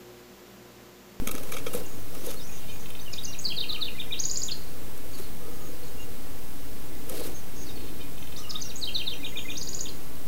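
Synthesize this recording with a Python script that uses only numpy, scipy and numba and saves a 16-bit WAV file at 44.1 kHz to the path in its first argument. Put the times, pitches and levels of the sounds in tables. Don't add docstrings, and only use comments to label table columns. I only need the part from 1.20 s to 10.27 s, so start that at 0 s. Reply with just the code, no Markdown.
import sys
import numpy as np
from scipy import signal
from scipy.fft import rfft, irfft
from scipy.io import wavfile
from scipy.ndimage import uniform_filter1d
from numba import njit

SR = 44100
rng = np.random.default_rng(int(sys.argv[2]) if len(sys.argv) > 2 else 0)


def to_linear_factor(level_db):
    exponent = np.asarray(level_db, float) / 20
    return 10 ** exponent


def materialize(psi):
    bounded = np.clip(np.atleast_2d(psi).T, -1, 1)
    quanta = np.round(bounded * 32767).astype(np.int16)
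    wavfile.write(sys.argv[1], SR, quanta)


N = 399987

# (pitch [Hz], width [Hz], level [dB])
BOX_MODES = [(289, 73, -3.5), (495, 121, -0.5), (834, 250, -11), (1262, 53, 8), (1710, 150, -5),
             (2295, 150, 0.5), (2730, 100, 1), (3230, 65, -0.5), (3860, 220, -3), (4550, 2900, -20),
             (6500, 530, -4), (10300, 1900, -16)]


@njit
def svf(x, hz, width_hz):
    y, b, l = np.empty(len(x)), 0., 0.
    g, k = np.tan(np.pi * hz / SR), width_hz / hz
    for i in range(len(x)):
        v = (b + g * (x[i] - l)) / (1 + g * (g + k))
        b, l, y[i] = 2 * v - b, l + 2 * g * v, k * v
    return y


def modes(x, table):
    return sum((-1) ** k * to_linear_factor(db) * svf(x, 1. * hz, 1. * w) for k, (hz, w, db) in enumerate(table))


def unit(x):
    return x / np.sqrt(np.mean(x ** 2))


def add(out, s, piece):
    i = int(s * SR)
    out[i:i + len(piece)] += piece[:N - i]


def walk(rate_hz):
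    k = int(SR / rate_hz)
    steps = np.repeat(rng.standard_normal(N // k + 1), k)
    return unit(uniform_filter1d(uniform_filter1d(steps, k), k)[:N])


def sweep(hz):
    return 2 * np.pi * np.cumsum(hz) / SR


def preamp():
    # (frequency [Hz], density [dB per Hz])
    hiss_curve = [(15, -20), (33, -22), (158, -27), (400, -34.5), (1500, -43), (8000, -49), (12000, -47),
                  (15700, -43.5)]
    # (pitch [Hz], level [dB])
    whines = [(8640, -67), (13119, -79)]
    level_db = -47.5
    f = np.maximum(np.fft.rfftfreq(N, 1 / SR), 1)
    hz, db = np.transpose(hiss_curve)
    shape = to_linear_factor(np.interp(np.log(f), np.log(hz), db))
    band = np.sqrt(np.sum(shape[(f > 700) & (f < 15000)] ** 2) / np.sum(shape ** 2))
    out = unit(irfft(rfft(rng.standard_normal(N)) * shape, N)) * to_linear_factor(level_db) / band
    t = np.arange(N) / SR
    for hz, db in whines:
        out += to_linear_factor(db) * np.sqrt(2) * np.sin(2 * np.pi * hz * t)
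    return out


def rumble():
    # (time [s], level [dB], extra on the lower mode [dB])
    course = [(0, -53.5, 1), (2.0, -52, -2), (3.3, -49.5, -1.5), (4.1, -47.5, -3), (4.7, -46, -4),
              (5.6, -50, -0.5), (6.3, -50, 3.5), (7.0, -53, 3.5), (7.7, -49.5, -1), (8.8, -49.5, -0.5),
              (9.07, -48, -2)]
    # (pitch [Hz], width [Hz], level [dB])
    low_modes = [(281, 40, 0), (479, 40, -4)]
    s, db, low_db = np.transpose(course)
    t, air = np.arange(N) / SR, rng.standard_normal(N)
    lower, upper = modes(air, low_modes[:1]), modes(air, low_modes[1:])
    hum = (lower * to_linear_factor(np.interp(t, s, low_db)) - upper) / np.std(lower - upper)
    return hum * to_linear_factor(np.interp(t, s, db) + 2 * walk(3.94))


def knocks():
    # (time [s], peak [dB], pitch [Hz])
    blows = [(0.022, -20.5, 259), (0.073, -24, 225), (0.146, -26.5, 267), (0.468, -23, 487),
             (0.55, -17.5, 482), (1.072, -25, 495), (3.999, -28.5, 380), (4.284, -32, 473),
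             (5.903, -30, 500), (5.995, -37, 476), (6.076, -28, 273), (0.547, -25.5, 197),
             (0.611, -29, 490), (1.143, -35, 484), (5.912, -34, 200), (5.942, -28, 400), (0.351, -37, 313)]
    out, t = np.zeros(N), np.arange(2048) / SR
    for s, db, hz in blows:
        swell = (1 - np.exp(-t / 0.0009)) * np.exp(-t / 0.008)
        add(out, s - .002, to_linear_factor(db - 1.0) * np.sin(2 * np.pi * hz * t) * swell)
    return out


def close_up(x):
    return to_linear_factor(7.5) * svf(svf(x, 11700.0, 9300.0), 8900.0, 16000.0)


def shuffling():
    # (time [s], held [s], straw hiss [dB], wood rumble [dB])
    bouts = [(0.033, 0.12, -67, -45.5), (.35, 0.017, -54, -44), (0.55, 0.036, -51.5, -38.5),
             (.94, 0.028, -56, -45.5), (1.0599, 0.05, -49.5, -41.5), (3.99, .02, -52.5, -48),
             (5.92, 0.17, -51.5, -41), (.2, .2, -61, -50.5), (.16, 0.056, -60, -50),
             (0.471, 0.0077, -57, -51)]
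    swell_db_per_s, fade_db_per_s = 224, 190
    straw, wood = np.zeros((2, N))
    for s, held_s, hiss_db, wood_db in bouts:
        t = np.arange(max(s - .12, 0), s + held_s + .1, 1 / SR)
        before_s, after_s = np.maximum(s - t, 0), np.maximum(t - s - held_s, 0)
        effort = to_linear_factor(-swell_db_per_s * before_s - fade_db_per_s * after_s)
        n = len(t)
        grains = to_linear_factor(3 * walk(90)[:n]) * (rng.random(n) < .3) * rng.standard_normal(n)
        add(straw, t[0], unit(grains) * to_linear_factor(hiss_db) * effort)
        add(wood, t[0], rng.standard_normal(n) * to_linear_factor(wood_db + 2.5 * walk(110)[:n]) * effort)
    scrape = to_linear_factor(10.5) * svf(straw, 3600.0, 7400.0)
    return close_up(straw) + scrape + to_linear_factor(21.0) * modes(wood, BOX_MODES[:2])


def straw_cracks():
    # (time [s], peak [dB], share heard through the box [dB], length [ms])
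    snaps = [(0.072, -21, -7, 4.5), (0.083, -28.5, -7.5, 4.4), (0.091, -41, 8, 4), (0.111, -22, -15.5, 5.1),
             (0.122, -35, -11, 4.3), (0.1515, -24.5, -6, 2.3), (.158, -44, 5, 6.1), (0.18, -35, 1.5, 3.1),
             (0.233, -34.5, -5.5, 4.7), (0.318, -29.5, -3.5, 7.6), (0.328, -43, 8, 15), (0.343, -47, 0, 5),
             (0.364, -34.5, 2, 8.6), (0.381, -41, 4, 7.4), (0.463, -36, 6.5, 8.5), (0.476, -47, 5, 6),
             (.556, -38, -3, 5.7), (0.139, -45, 3, 8.8), (.337, -44.5, 7, 10), (0.531, -27.5, -8.5, 9.9),
             (.545, -27, -10.5, 9.4), (0.574, -30, -17, 3.9), (0.949, -35, -7, 4.2),
             (1.062, -28.5, -18, 6.4), (1.102, -36, -11, 11), (1.141, -36, -12, 4),
             (1.702, -34.5, -11, 3.8), (0.287, -51, 4, 9), (.197, -46, 2, 4.4), (0.395, -46, 3, 5),
             (2.034, -37, -19, 5.5), (3.282, -32, -17, 2.2), (3.7763, -35, -26, 3), (3.977, -40, -13, 14),
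             (5.8948, -27.5, -12, 4.2), (5.939, -36, -8, 4), (5.995, -32, -8, 4.2), (6.003, -31, -19, 4.7),
             (6.04, -40, -13, 11), (6.118, -41, -19, 3), (6.062, -34, -16, 8.9)]
    colour_db = 2.5
    bright, boxed = np.zeros((2, N))
    t = np.arange(2048) / SR
    for s, db, box_db, ms in snaps:
        ragged = np.repeat(to_linear_factor(1.3 * rng.standard_normal(64)), 32) * 0.65
        swell = np.exp(-(t / (ms / 800)) ** 2) * np.clip(t / (0.88 * ms / 1e3), 0, 1)
        direct, inside = rng.standard_normal((2, 2048)) * ragged * swell
        add(bright, s - .001, to_linear_factor(db) * direct)
        chance = rng.standard_normal(len(BOX_MODES))
        coloured = [(hz, w, g + colour_db * c) for (hz, w, g), c in zip(BOX_MODES[1:], chance)]
        ring = modes(inside, coloured) + to_linear_factor(-14.5) * svf(inside, 2200.0, 3000.0)
        add(boxed, s - .001, to_linear_factor(db + box_db) * ring)
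    return close_up(bright) + to_linear_factor(17.5) * boxed


def strokes():
    # (time [s], length [ms], start [Hz], end [Hz], level [dB])
    strays = [(0.503, 19, 2800, 2800, -49), (0.658, 11, 5900, 7240, -44), (.628, 45, 2790, 2800, -53.5),
              (1.933, 8, 2530, 2370, -44), (1.081, 17, 3730, 3540, -49), (1.166, 20, 4180, 4450, -47),
              (1.192, 20, 3880, 3500, -45), (1.2, 25, 4920, 4900, -51), (1.228, 12, 5700, 6000, -54),
              (1.291, 12, 2400, 2560, -47), (1.509, 32, 2580, 2360, -50), (1.792, 8.4, 3880, 3600, -44),
              (1.799, 9.8, 4200, 4960, -47), (1.812, 9, 6090, 6150, -44), (4.77, 56, 2770, 2820, -50),
              (6.463, 21, 4560, 4300, -50), (6.482, 28, 4000, 3520, -47.5), (6.548, 35, 4450, 4360, -52),
              (7.162, 11, 3720, 6120, -37.5), (7.164, 18, 3700, 3500, -48), (7.181, 25, 3540, 4450, -45.5),
              (7.174, 12, 6860, 7100, -49), (7.186, 13, 7100, 8400, -45), (7.744, 26, 5870, 5970, -41.5),
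              (7.931, 25, 5800, 6000, -43), (8.311, 16, 6100, 5700, -44)]
    # (delay from its start [ms], length [ms], level [dB])
    flick = [(4.5, 11.6, -43.5), (-63, 33.4, -40), (14, 7.8, -34), (13, 5, -38), (55.5, 22.7, -34)]
    spike = [(32.6, 38, -47.5), (3, 5.5, -43), (13.8, 12, -32), (21.5, 5, -37), (40, 42, -42),
             (92.5, 3.5, -43), (97.6, 8, -40.5), (110, 11, -42)]
    peak = [(8, 47, -41), (0.91, 10.7, -30)]
    fall = [(1.544, 30, -25), (39.5, 10.2, -34.5), (0, 1.8, -38.5)]
    hook = [(-0.5, 11.8, -36.5), (9, 15.9, -32)]
    murmur = [(0, 17, -46), (36.1, 11, -38.5)]
    drop = [(-0.5, 7.9, -32.5), (7.5, 18, -33.5)]
    leap = [(0, 10, -39), (14.36, 20, -29.5), (21.84, 24, -39.5)]
    close = [(21, 15, -42), (0, 21, -36), (33.1, 13, -34.5), (43, 6.2, -40.5)]
    # (start [Hz], middle [Hz], end [Hz])
    flick_hz = [(5050, 5300, 5100), (3050, 2950, 2650), (5150, 4700, 3600), (6900, 6400, 5700),
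                (2650, 3650, 3760)]
    spike_hz = [(2800, 2800, 2820), (4500, 4850, 5000), (6950, 6200, 6120), (5300, 4900, 4150),
                (5950, 5660, 5560), (4750, 4600, 4350), (4150, 4000, 3700), (3200, 2750, 2400)]
    peak_hz = [(6900, 7900, 7850), (6950, 6250, 6900)]
    fall_hz = [(4700, 3950, 3480), (4850, 4000, 3600), (4300, 4560, 4720)]
    hook_hz = [(2950, 3180, 3200), (3200, 2900, 2400)]
    murmur_hz = [(2010, 2050, 2040), (2530, 2420, 2390)]
    drop_hz = [(3300, 3620, 3720), (3780, 3150, 2400)]
    leap_hz = [(4150, 3800, 3680), (3900, 6050, 6650), (6400, 6560, 6510)]
    close_hz = [(2650, 3700, 5100), (3950, 3250, 2520), (5150, 4400, 4140), (4150, 4130, 4150)]
    # (time [s], effort [dB], pitch factor [ratio], extra on the first stroke [dB])
    flicks = [(1.919, -0.5, 1.005, 5), (7.291, -0.5, .995, 13.5)]
    spikes = [(2.032, 0.66, 1.005, -1.5), (7.401, -0.12, .995, -5)]
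    peaks = [(2.188, -1.7, 1.007, -0.83), (7.557, 1, 1.01, -2.8)]
    falls = [(2.244, 2, 1.1, -4), (2.365, 4, 1, -8), (2.486, 3, 0.98, -6.5), (2.609, 2.5, 0.97, -5.5),
             (7.615, 1, 1.042, -5.5), (7.741, 0.5, 1, -2.5), (7.861, -1, 0.97, -2.5)]
    hooks = [(2.302, 1, 1.034, 6.5), (2.422, 0.84, 0.99, 3), (2.542, 0.17, 0.97, 1),
             (2.666, -0.35, 0.98, 0), (7.673, -0.61, 1.01, 5), (7.798, -0.3, 1.004, 5), (7.916, -2.2, 1, 3)]
    murmurs = [(2.745, -0.5, .995, 0.1), (2.871, 0.5, .99, -0.5), (7.995, 0.5, 1.005, -0.5),
               (8.121, 0.5, 1.002, -0.5), (8.247, 0.1, 1.008, 0.1)]
    drops = [(2.797, -0.5, 1, 2.5), (2.923, 3.5, 1.04, 1), (8.046, 0, 1.03, -3), (8.171, 1.5, 1.008, -3),
             (8.299, 0, 0.99, -2.5)]
    leaps = [(2.975, 2, 1.01, -1), (8.353, -1.4, .985, 1.2)]
    closes = [(3.281, 4, 1.008, -0.5), (8.653, -3, .99, -2)]
    rows = [(s, ms, start, (start + end) / 2, end, db) for s, ms, start, end, db in strays]
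    for timing, glides, sung in [(flick, flick_hz, flicks), (spike, spike_hz, spikes), (peak, peak_hz, peaks),
                                 (fall, fall_hz, falls), (hook, hook_hz, hooks), (murmur, murmur_hz, murmurs),
                                 (drop, drop_hz, drops), (leap, leap_hz, leaps), (close, close_hz, closes)]:
        for s, effort_db, factor, first_db in sung:
            for k, ((late_ms, ms, db), hz) in enumerate(zip(timing, glides)):
                level_db = db + effort_db + first_db * (k == 0)
                rows.append((s + late_ms / 1e3, ms, *np.multiply(factor, hz), level_db))
    return rows


def whistles():
    out = np.zeros(N)
    lead_s, flutter_db = 0.0034, 2.1
    for s, ms, start, middle, end, db in strokes():
        length_s = ms / 1e3
        u = np.linspace(-lead_s, length_s + lead_s, int((length_s + 2 * lead_s) * SR)) / length_s
        v = np.clip(u, 0, 1)
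        hz = start * (2 * v - 1) * (v - 1) + middle * 4 * v * (1 - v) + end * v * (2 * v - 1)
        add(out, s - lead_s, to_linear_factor(db) * signal.windows.tukey(len(u), .84) * np.sin(sweep(hz)))
    return out * to_linear_factor(flutter_db * walk(220))


def garden(x):
    # (delay [ms], level [dB])
    bounces = [(2.3, -10), (4.4, -11), (9.5, -19), (31, -17)]
    # (pitch [Hz], width [Hz], level [dB])
    long_ring = (4140, 14, -5)
    t60_s, tail_db = 0.58, -8
    t = np.arange(int(.5 * SR)) / SR
    near = 1 + 0.8 * np.clip((.075 - t) / 0.02, 0, 1)
    tail = rng.standard_normal(len(t)) * near * to_linear_factor(-60 * t / t60_s) * np.clip(t / 0.017, 0, 1)
    tail *= to_linear_factor(1.5 * walk(200)[:len(t)])
    tail *= to_linear_factor(tail_db) / np.sqrt(np.sum(tail ** 2))
    for k, (ms, db) in enumerate(bounces):
        tail[int(ms / 1e3 * SR)] += (-1) ** k * to_linear_factor(db)
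    y = signal.fftconvolve(x, tail)[:N]
    hz, width_hz, db = long_ring
    return y + to_linear_factor(db) * svf(y + x, 1. * hz, 1. * width_hz)


def box(x):
    # (pitch [Hz], width [Hz], level [dB])
    air_modes = [(2240, 70, -24), (2450, 300, 2.5), (2800, 100, 4.5), (3155, 53, 5.5), (3770, 500, 5.5),
                 (4200, 38, 3.5), (4760, 870, 0), (6150, 570, -3), (6750, 210, 3), (8400, 2700, -10)]
    return to_linear_factor(-11) * x + sum(to_linear_factor(db) * svf(x, 1. * hz, 1. * w) for hz, w, db in air_modes)


def cancel(y):
    # (pitch [Hz], width [Hz], depth [0-1])
    nulls = [(2584, 84, 0.9), (3000, 190, 0.77), (3464, 110, 0.4), (3960, 150, 0.95), (4300, 190, 0.3),
             (5273, 160, 1), (5700, 88, 0), (6175, 100, 0.26), (6380, 92, 0.9), (7000, 150, 0.8)]
    for hz, width_hz, depth in nulls:
        y = y - depth * svf(y, 1. * hz, 1. * width_hz)
    return y


def slurs():
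    # (time [s], length [ms], start [Hz], end [Hz], level [dB])
    far_glides = [(.665, 170, 7000, 5870, -59), (.95, 96, 4900, 6700, -53), (1.03, 96, 6800, 6200, -51),
                  (1.05, 44, 6400, 5900, -56), (1.195, 71, 4770, 6540, -49), (1.249, 130, 6700, 6750, -53),
                  (1.3, 100, 6500, 5840, -54), (1.485, 65, 6050, 6800, -54), (1.55, 120, 6850, 6340, -58),
                  (1.585, 43, 6100, 6000, -55), (3.93, 30, 4500, 4400, -47), (3.949, 45, 4300, 3990, -56),
                  (4.011, 57, 4420, 3950, -53), (4.5, 92, 4700, 4900, -65), (4.625, 41, 4460, 4460, -58),
                  (4.635, 53, 4000, 3900, -66), (6.18, 36, 5940, 5700, -57), (6.4, 34, 6200, 5700, -53),
                  (6.43, 45, 4900, 4900, -56), (6.46, 66, 2720, 2590, -59), (6.49, 40, 4950, 4950, -56),
                  (6.59, 46, 4410, 3960, -56), (6.66, 30, 4300, 4160, -55), (6.835, 53, 2400, 2220, -57),
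                  (6.82, 41, 3300, 2880, -60), (1.36, 40, 4300, 3000, -62), (4.06, 55, 4230, 3900, -62),
                  (6.97, 90, 6160, 6150, -57), (7.17, 25, 6100, 5900, -44), (7.175, 27, 5400, 5400, -46)]
    blur_hz = 380
    out, waver = np.zeros(N), walk(2 * blur_hz) + 1j * walk(2 * blur_hz)
    for s, ms, start, end, db in far_glides:
        n, i = int(ms / 1e3 * SR), int(s * SR)
        glide = np.exp(1j * sweep(np.linspace(start, end, n)))
        add(out, s, to_linear_factor(db) * signal.windows.tukey(n, .5) * np.real(waver[i:i + n] * glide))
    return out


def far_birds():
    # (time [s], length [ms], pitch [Hz], spread [Hz], level [dB]); the row at 5.93 s is a band of the
    calls = [(2.451, 230, 1235, 70, -47.5), (4.185, 200, 1240, 60, -51), (4.32, 200, 1230, 60, -51),
             (7.139, 290, 1230, 70, -46.5), (4.44, 95, 6600, 250, -58), (4.79, 70, 6600, 300, -59),
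             (4.62, 75, 4250, 600, -57), (1.28, 330, 2900, 1600, -58), (6.56, 130, 2900, 1400, -58),
             (4.29, 110, 6540, 300, -61), (3.9, 110, 6600, 300, -58), (4.4, 60, 6600, 500, -60),
             (5.93, 150, 4230, 900, -53), (4.63, 80, 6550, 400, -57), (6.135, 73, 6400, 130, -46.5),
             (6.35, 110, 6480, 140, -48), (6.3, 250, 5700, 1800, -57), (8.04, 110, 6650, 410, -54),
             (8.15, 140, 6670, 330, -55.5), (8.27, 150, 6570, 320, -54)]
    throb_db = -2.0
    out = np.zeros(N)
    for s, ms, hz, spread_hz, db in calls:
        n = int(ms / 1e3 * SR)
        band = svf(rng.standard_normal(SR // 2), 1. * hz, 1. * spread_hz)
        band = svf(band, 1. * hz, 1. * spread_hz)[-n:]
        add(out, s, to_linear_factor(db) * signal.windows.tukey(n, .5) * unit(band))
    return out * to_linear_factor(throb_db * walk(60))


def chips():
    # (time [s], length [ms], level [dB])
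    buzzes = [(1.469, 63, -46), (1.656, 6, -41.5), (1.699, 11.5, -44), (1.747, 10, -42), (6.505, 11, -52),
              (6.572, 10, -48), (6.598, 14, -54), (6.68, 16, -48), (6.788, 54.6, -46.5), (6.975, 10.6, -46),
              (7.022, 10, -43.5), (7.07, 8.1, -44), (7.117, 15, -46)]
    pulses = np.zeros(N)
    for s, ms, db in buzzes:
        u = np.linspace(0, 1, int(ms / 1e3 * SR))
        hz = (520 if ms < 20 else 620) * (1 + .16 * (np.sin(np.pi * u) - 1))
        phase = sweep(hz)
        add(pulses, s, to_linear_factor(db) * np.hanning(len(u)) * sum(np.cos(k * phase) for k in range(4, 9)))
    return svf(svf(pulses, 2900.0, 1600.0), 2900.0, 1600.0)


def trill():
    # (time [s], level [dB], lift of the top [dB], pitch factor [ratio])
    syllables = [(3.039, -30, -0.5, 1), (3.098, -29.5, -2, 1.04), (3.158, -29, -2, 1.06),
                 (3.2193, -29.5, -2, 1.04), (8.414, -31, -9.5, 1.01), (8.474, -35, -3.5, .98),
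                 (8.532, -34.5, -1, 1.03), (8.593, -34.5, 0.5, 1)]
    corner_ms = [-8, -4, 0, 4, 8, 13, 17, 21, 28]
    corner_hz = [4700, 5400, 4800, 3700, 4200, 5950, 6800, 7120, 7180]
    corner_db = [-16, -16, 3.5, -12, -10, 2, 11, -3, -5]
    out = np.zeros(N)
    t_ms = np.arange(corner_ms[0], corner_ms[-1], 1e3 / SR)
    pitch = uniform_filter1d(np.interp(t_ms, corner_ms, corner_hz), size=40)
    effort_db = np.interp(t_ms, corner_ms, corner_db)
    for s, db, top_db, factor in syllables:
        swell = to_linear_factor(db + effort_db + top_db * np.clip((pitch - 5000) / 1200, 0, 1))
        tone = np.sin(sweep(pitch + (factor - 1) * 4400))
        add(out, s + corner_ms[0] / 1e3, swell * signal.windows.tukey(len(t_ms), .1) * tone)
    return out


def scene():
    nest = rumble() + knocks() + shuffling() + straw_cracks()
    song, far = whistles() + chips() + trill(), slurs()
    echoes = garden(song + far)
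    outdoors = box(song + .5 * echoes + far_birds() + to_linear_factor(-6) * far) + echoes
    return (cancel(outdoors) + nest)[None]


def roll_off(x):
    return signal.sosfilt(signal.butter(12, 17100, fs=SR, output="sos"), x)


def record(dry):
    low_pass = signal.ellip(8, .1, 40, 15730, fs=SR, output="sos")
    mix = signal.sosfiltfilt(low_pass, dry + preamp()) - .0972
    return roll_off(mix)


dry = scene()
out = record(dry)
materialize(out)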